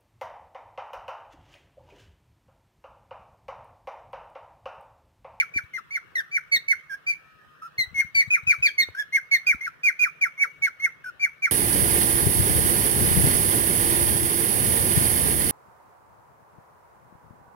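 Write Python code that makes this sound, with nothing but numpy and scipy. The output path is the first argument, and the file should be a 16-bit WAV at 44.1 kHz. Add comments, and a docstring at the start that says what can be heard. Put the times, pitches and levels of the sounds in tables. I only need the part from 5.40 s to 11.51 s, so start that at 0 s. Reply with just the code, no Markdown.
"""Short falling whistles from a cockatiel on its cage bars, close to a small stereo recorder.
Each note is a near sine from the syrinx that drops as the breath gives out; the hard-walled room answers.
Behind the bird are room tone, a low hum and one faint far whistle. Soft handling thumps reach the left
microphone, one with a bright click. A fast ripple in the recorder's gain mirrors every tone around
multiples of the ripple frequency."""
import sys
import numpy as np
from scipy import signal
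from scipy.fft import rfft, irfft
from scipy.io import wavfile
from scipy.ndimage import uniform_filter1d

SR = 44100
rng = np.random.default_rng(int(sys.argv[2]) if len(sys.argv) > 2 else 0)


def pcm_store(signal):
    """Save signal as 16-bit PCM."""
    levels = np.round(np.clip(np.atleast_2d(signal), -1, 1) * 32767)
    wavfile.write(sys.argv[1], SR, levels.astype(np.int16).T)


N = 269451


def amp(db):
    return 10 ** (np.asarray(db) / 20)


def unit_rms(x):
    return x / np.sqrt(np.mean(x ** 2) + 1e-20)


def curve_at(points, hz):
    """Reads a table of (frequency, value) along a log frequency axis."""
    freq_hz, value = np.transpose(points)
    return np.interp(np.log(hz + 1), np.log(freq_hz + 1), value)


def add(mix, start_s, sound):
    part = mix[max(round(start_s * SR), 0):][:len(sound)]
    part += sound[:len(part)]


def drift(size, smooth_s):
    """A smooth random wander of rms 1."""
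    span = max(round(smooth_s * SR), 1)
    return unit_rms(uniform_filter1d(uniform_filter1d(rng.standard_normal(size), span), span))


def bend(x, start, mid, end):
    """The parabola through three values at x = 0, 1/2 and 1."""
    return start * (1 - x) * (1 - 2 * x) + 4 * mid * x * (1 - x) + end * x * (2 * x - 1)


# The quiet room's spectrum at the microphones: freq_hz, relative_density_db
ROOM_TONE_SPECTRUM = [(25, -30.5), (110, -16), (240, -24.5), (450, -21.5), (900, -27), (1250, -17),
                      (1850, -14.5), (2100, -41.5), (2600, -24), (3400, -32), (6000, -48), (13500, -48),
                      (15100, -45), (15900, -52)]


def room_tone(rms_db=-57, patch_db=3.9):
    """Noise all around, unrelated at the two microphones, with louder and softer patches."""
    hz = np.fft.rfftfreq(1024, 1 / SR)
    real, imag, patches = rng.standard_normal((3, 2, len(hz), N // 256 + 5))
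    patches = unit_rms(uniform_filter1d(uniform_filter1d(patches, 8, axis=1), 10, axis=2))
    spectra = (real + 1j * imag) * amp(curve_at(ROOM_TONE_SPECTRUM, hz)[:, None] + patch_db * patches)
    noise = signal.istft(spectra, nperseg=1024, noverlap=768)[1][:, :N]
    return amp(rms_db) * unit_rms(noise)


def hum(pitch_hz=150.4, width_hz=33, level_db=-66):
    """A low hum in the room that wavers differently at each microphone."""
    waver = np.array([drift(N, .5 / width_hz) for _ in range(2)])
    tone = np.sin(2 * np.pi * pitch_hz * np.arange(N) / SR)
    return amp(level_db + drift(N, .37)) * waver * tone


# A faint whistle sinking, far from the microphones: time_s, pitch_hz, level_db
FAR_WHISTLE_PATH = [(1.72, 1340, -80), (1.8, 1310, -60), (2.0, 1260, -59), (2.17, 1225, -61),
                    (2.22, 1215, -80)]


def far_whistle():
    """A thin, distant tone that the room smears differently at each microphone."""
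    time_s, pitch_hz, level_db = np.transpose(FAR_WHISTLE_PATH)
    t = np.arange(N) / SR
    phase = 2 * np.pi * np.cumsum(np.interp(t, time_s, pitch_hz)) / SR
    level = amp(np.interp(t, time_s, level_db, left=-200, right=-200))
    return np.array([level * amp(3 * drift(N, .015)) * np.sin(phase + .4 * drift(N, .03))
                     for _ in range(2)])


# Handling knocks, right at the left microphone: centre_s, level_db, pitch_hz
HANDLING_KNOCKS = [(0.162, -31, 260), (0.24, -42, 111), (2.389, -36, 130), (2.477, -41.5, 99),
                   (2.516, -43, 119), (2.532, -40, 176), (2.557, -43, 118), (2.587, -39, 264),
                   (2.649, -37.5, 160), (2.754, -43.5, 99), (2.776, -43.5, 121), (2.879, -32, 142),
                   (3.034, -39.5, 127), (3.06, -46, 102), (3.076, -32.5, 129), (3.11, -38.5, 111),
                   (3.188, -42, 112), (3.205, -39, 123), (3.488, -34, 408), (3.503, -46.5, 72.5),
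                   (4.147, -31.5, 217)]


def handling_thumps():
    """Each knock swings the left capsule for a cycle or two, with a slow sway; little reaches the right."""
    out, t = np.zeros(N), np.arange(-.03, .06, 1 / SR)
    width_cycles = np.where(t < 0, .45, .9)
    for centre_s, level_db, pitch_hz in HANDLING_KNOCKS:
        phase, sway_hz = rng.uniform(0, 2 * np.pi), rng.uniform(60, 110)
        swing = np.exp(-(t * pitch_hz / width_cycles) ** 2) * np.cos(2 * np.pi * pitch_hz * t + phase)
        sway = np.exp(-((t - .005) / .012) ** 2) * np.cos(2 * np.pi * sway_hz * t + phase)
        add(out, centre_s + t[0], amp(level_db) * (swing + amp(-7.5) * sway))
    return out * amp([[0], [-22]])


def knock_click(start_s=3.487, level_db=-36, pitch_hz=1000, decay_s=.0011):
    """The short, bright click on one of the knocks, a little left of centre."""
    out, t = np.zeros(N), np.arange(0, .006, 1 / SR)
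    add(out, start_s, amp(level_db) * np.exp(-t / decay_s) * np.sin(2 * np.pi * pitch_hz * t))
    return out * amp([[0], [-3]])


# Early reflections reaching each microphone: left_delay_ms, right_delay_ms, level_db
WALL_ECHOES = [(2.1, 0.867, -17), (4.3, 3.6, -11), (6.8, 9.4, -9), (10.5, 9.6, -27.5), (14.2, 11, -19.5),
               (19., 26, -28.5)]
# Decay of the room around the cage: freq_hz, t60_s
ROOM_DECAY = [(500, 0.1), (2000, 0.19), (5000, 0.19), (12000, 0.22)]


def room_reverb(source, tail_db=-16.5, beyond_db=-19, beyond_t60_s=.84):
    """Hard walls return a few echoes and a short tail; the rooms beyond add a slow, duller ring."""
    taps = np.zeros((2, SR))
    arrivals = np.arange(400, SR - 20, 20) + rng.integers(0, 20, (2, (SR - 401) // 20))
    np.put_along_axis(taps, arrivals, rng.choice([-1., 1.], arrivals.shape), 1)
    hz, t, spectra = signal.stft(taps, SR, nperseg=256)
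    near = amp(-60 * t / curve_at(ROOM_DECAY, hz)[:, None])
    beyond = amp(beyond_db - 60 * t / beyond_t60_s) / (1 + (hz[:, None] / 4000) ** 4)
    response = signal.istft(spectra * (near + beyond), SR, nperseg=256)[1]
    response *= amp(tail_db) / np.linalg.norm(response[0])
    for left_ms, right_ms, level_db in WALL_ECHOES:
        response[0, round(left_ms * SR / 1000)] += amp(level_db)
        response[1, round(right_ms * SR / 1000)] += amp(level_db)
    return signal.fftconvolve(source, response, axes=1)[:, :N]


# The hiss under the notes, at both microphones: freq_hz, relative_db
NOTE_HISS_SPECTRUM = [(900, -16), (2000, -6), (3200, -10.5), (4600, -19), (6000, -13), (8000, -17.5),
                      (11000, -12), (15000, -26)]


def note_hiss(relative_db=-29):
    """A soft hiss, which rises and falls with each note it is mixed into."""
    colour = amp(curve_at(NOTE_HISS_SPECTRUM, np.fft.rfftfreq(N, 1 / SR)))
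    return amp(relative_db) * unit_rms(irfft(rfft(rng.standard_normal(N)) * colour, N))


# How well the throat passes the second harmonic: freq_hz, gain_db
THROAT_RESPONSE = [(2600, -10), (3500, -2), (4400, 0)]
# Harmonics 3 to 8 at the microphone, with the capsule's peak near 15 kHz: freq_hz, relative_db
UPPER_HARMONICS = [(4000, -26.5), (6500, -36), (8500, -45), (11000, -45), (13500, -45.5), (15000, -30.5),
                   (16500, -55)]


def whistle_tone(phase, hz, second_db):
    """A fundamental and its overtones; the upper ones rise when the second harmonic is strong."""
    tone = np.cos(phase) + amp(second_db + curve_at(THROAT_RESPONSE, 2 * hz)) * np.cos(2 * phase)
    for order in range(3, 9):
        tone += amp(curve_at(UPPER_HARMONICS, order * hz) + .5 * (second_db + 22)) * np.cos(order * phase)
    return np.sqrt(2) * tone


def syrinx(shape, attack_s=.0045, release_s=.004, thinning_db_per_khz=4):
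    """Pitch and level of one note: a held body that bends, then a drop as the breath gives out."""
    body_s, drop_s, start_hz, mid_hz, knee_hz, end_hz, start_db, mid_db, knee_db, drop_db = shape
    t = np.arange(0, body_s + drop_s + release_s, 1 / SR)
    body, drop = np.clip(t / body_s, 0, 1), np.clip((t - body_s) / drop_s, 0, 1)
    plunge = np.clip(drop / .55, 0, 1)
    fall = .5 * drop + .5 * np.sin(np.pi / 2 * plunge) ** 2  # half even slide, half quick plunge
    pitch_hz = bend(body, start_hz, mid_hz, knee_hz) + (end_hz - knee_hz) * fall
    swell = np.maximum(bend(body, *np.sqrt(amp([start_db, mid_db, knee_db]))), 1e-3) ** 2
    fade_db = (drop_db - knee_db) * (1 - np.exp(-drop / .44))
    # the voice thins in mid-plunge, the more the further it falls
    fade_db -= thinning_db_per_khz * abs(knee_hz - end_hz) / 1000 * np.sin(np.pi * plunge) ** 2
    fade_db -= 23 * np.clip(1 - t / attack_s, 0, 1)
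    fade_db -= 30 * np.clip((t - body_s - drop_s) / release_s, 0, 1)
    wavering_hz = uniform_filter1d(pitch_hz, size=130) * (1 + .0043 * drift(len(t), .0028))
    level = uniform_filter1d(swell * amp(fade_db), size=120) * amp(.95 * drift(len(t), .0022))
    return wavering_hz, level


# The bird's notes, close to the microphones. The knee ends the body; "second" is the second harmonic
# relative to the fundamental, ahead of the throat.
# start_s, body_s, drop_s, start_hz, mid_hz, knee_hz, end_hz, start_db, mid_db, knee_db, drop_db,
# second_start_db, second_end_db, left_lead_ms, left_minus_right_db
COCKATIEL_NOTES = [ (0, 0.012, .024, 2310, 2241, 2190, 1314, 5, -17.5, -18, -35.5, -27.5, -27, .19, 0),
                   (0.136, 0.041, .018, 2373, 2357, 2277, 1412, -32, -32.5, -19, -29.5, -29.5, -27.5, .19, -1.5),
                   (.334, 0.035, 0.027, 2134, 2094, 2054, 1225, -32, -32, -32, -38, -29, -18, .12, 3),
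                   (0.505, 0.061, 0.015, 2120, 2301, 2110, 1357, -35, -31.5, -21.5, -36.5, -27, -24, 0.16, -.5),
                   (.753, 0.041, 0.017, 2124, 1858, 1815, 1540, -19.5, -27, -20, -32, -19.5, -17, 0.2, -1),
                   (.911, .06, 0.014, 2217, 2361, 2156, 1390, -41, -30, -17.5, -31.5, -20, -37, .17, -.2),
                   (1.114, 0.041, 0.018, 2231, 2218, 2145, 1827, -32, -17.5, -19, -25.5, -21, 1.5, .2, -1),
                   (1.28, 0.039, 0.019, 2223, 2243, 2133, 1413, -17, -25, -9.5, -33.5, -22, -31.5, 0.21, -3),
                   (1.493, 0.052, .012, 1728, 1597, 1624, 1686, -41, -34.5, -33, -40.5, -29, -26, 0.11, -7),
                   (1.662, 0.0543, 0.022, 2293, 2398, 2305, 2254, -47, -20.5, -26.5, -34, -22, -25, 0.19, -3),
                   (2.218, 0.046, 0.018, 1275, 1307, 1393, 1260, -35, -39.5, -40, -47, -46, -21, 0.11, -1.5),
                   (2.379, 0.042, 0.025, 2145, 2082, 2023, 1944, -24.5, -22.5, -22, -36, -6.5, -4.5, 0.19, -1),
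                   (2.541, 0.068, 0.023, 2220, 2152, 2164, 1403, -39, -24, -12.5, -48, -38, -32, .11, 5),
                   (2.746, 0.062, 0.02, 2322, 2251, 2219, 1916, -25.5, -16.5, -12.5, -27.5, -9.5, -25, 0.22, 3),
                   (2.902, 0.051, 0.033, 2448, 2489, 2197, 1222, -24, -19, -12, -40.5, -44, -32, .21, 0),
                   (3.067, 0.048, 0.031, 2496, 2462, 2228, 1243, -23, -17.5, -8.5, -39, -36.5, -16, 0.17, 1.5),
                   (3.223, .042, 0.027, 2537, 2466, 2258, 1570, -19, -17.5, -11.5, -34, -35.5, 6.5, .18, -0.5),
                   (3.378, 0.035, 0.024, 2180, 2153, 2140, 1821, -28, -14.5, -17.5, -30.5, -19, 4.5, 0.18, -1.5),
                   (3.547, 0.053, 0.026, 1513, 1610, 1734, 1657, -28.5, -37, -21, -33.5, -32, -9, .15, -0.5),
                   (3.722, 0.043, 0.024, 2010, 2180, 2140, 1507, -36, -22, -11.5, -31.5, -20, -40, 0.11, .5),
                   (3.912, 0.04, .021, 2230, 2210, 2108, 1795, -21.5, -16, -12, -31, -21.5, -10.5, 0.15, -0.5),
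                   (4.065, .052, 0.024, 2450, 2393, 2138, 1340, -21.5, -16.5, -16, -36, -16.5, -48, 0.12, -1),
                   (4.206, .051, 0.025, 2052, 2150, 2208, 1345, -31, -32.5, -28.5, -29.5, -39, -24.5, .152, 0.5),
                   (4.432, .059, 0.017, 2407, 2399, 2087, 1433, -26, -18.5, -14, -34, -23, -34, .14, 0),
                   (4.589, .051, 0.04, 2345, 2455, 2360, 1230, -27, -20, -12, -34.5, -23.5, -39.5, .15, -3),
                   (4.81, 0.032, 0.032, 2418, 2320, 2181, 1310, -23.5, -20.5, -13.5, -34, -22.5, -56, .15, -.5),
                   (4.974, .059, 0.023, 2092, 2262, 2216, 1267, -40, -26.5, -12.5, -34, -35, -30, 0.12, 0.5),
                   (5.218, 0.041, 0.026, 2285, 2231, 2167, 1376, -31, -19.5, -18, -31.5, -29, -21.5, 0.13, 0),
                   (5.396, 0.059, 0.024, 2070, 2200, 2153, 1337, -30.5, -32, -13, -38.5, -24, -44, .13, -.5),
                   (5.64, .04, 0.02, 1630, 1489, 1522, 1398, -34.5, -35, -34.5, -37, -28, -30.5, .106, .5),
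                   (5.793, 0.058, 0.025, 2268, 2370, 2196, 1372, -42.5, -27.5, -15.5, -42, -18, -39, 0.13, 0),
                   (6.02, 0.039, 0.025, 2340, 2335, 2164, 1310, -28.5, -24, -16, -33.5, -30, -29, .13, -1.5),
                   ]


def cockatiel():
    """The whistles straight from the cage bars, reaching the left microphone just ahead."""
    out, steady_hiss = np.zeros((2, N)), note_hiss()
    for start_s, *shape, second_start_db, second_end_db, lead_ms, pan_db in COCKATIEL_NOTES:
        hz, level = syrinx(shape)
        # the beak opens or shuts during the note, and the overtones flutter more than the tone
        second_db = np.linspace(second_start_db, second_end_db, len(hz)) + 2.2 * drift(len(hz), .003)
        cycles = np.cumsum(hz) / SR
        hiss = steady_hiss[round(start_s * SR):][:len(hz)]
        for mic, delay_s, side_db in zip(out, (0, lead_ms / 1000), (pan_db / 2, -pan_db / 2)):
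            tone = whistle_tone(2 * np.pi * (cycles - hz * delay_s), hz, second_db)
            add(mic, start_s, amp(side_db) * level * (tone + np.roll(hiss, round(delay_s * SR))))
    return out


def scene():
    """The close bird and its reflections over the room's small sounds."""
    voice = cockatiel()
    reflections = room_reverb(voice)
    return room_tone() + hum() + far_whistle() + handling_thumps() + knock_click() + reflections + voice


# Gain ripple inside the recorder, harmonics 1 to 4: sideband_db
RIPPLE_SIDEBANDS = [-26, -33.5, -36.5, -35.5]


def record(dry, balance_db=1.17, low_cut_hz=40, limit_db=-16.5, ripple_hz=3900, top_hz=15900):
    """The recorder: low cut, gain control on the peaks, a slightly unsteady gain ripple, band limit."""
    channels = dry * amp([[balance_db / 2], [-balance_db / 2]])  # the left channel is a little louder
    low_cut = signal.sosfilt(signal.butter(2, low_cut_hz, "high", fs=SR, output="sos"), channels)
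    power_db = 10 * np.log10(abs(uniform_filter1d((low_cut ** 2).mean(0), size=130)) + 1e-12)
    excess_db = uniform_filter1d(np.maximum(power_db - limit_db, 0), size=130)
    held = low_cut * amp(-.54 * excess_db)
    phase = 2 * np.pi * (ripple_hz * np.arange(N) / SR + .032 * drift(N, .0031))
    ripple = 1 + sum(2 * amp(db) * np.cos(order * phase) for order, db in enumerate(RIPPLE_SIDEBANDS, 1))
    band_limit = signal.firwin(511, top_hz, window=("kaiser", 9), fs=SR)
    return signal.oaconvolve(held * ripple, band_limit[None], "same")


dry = scene()
out = record(dry)
pcm_store(out)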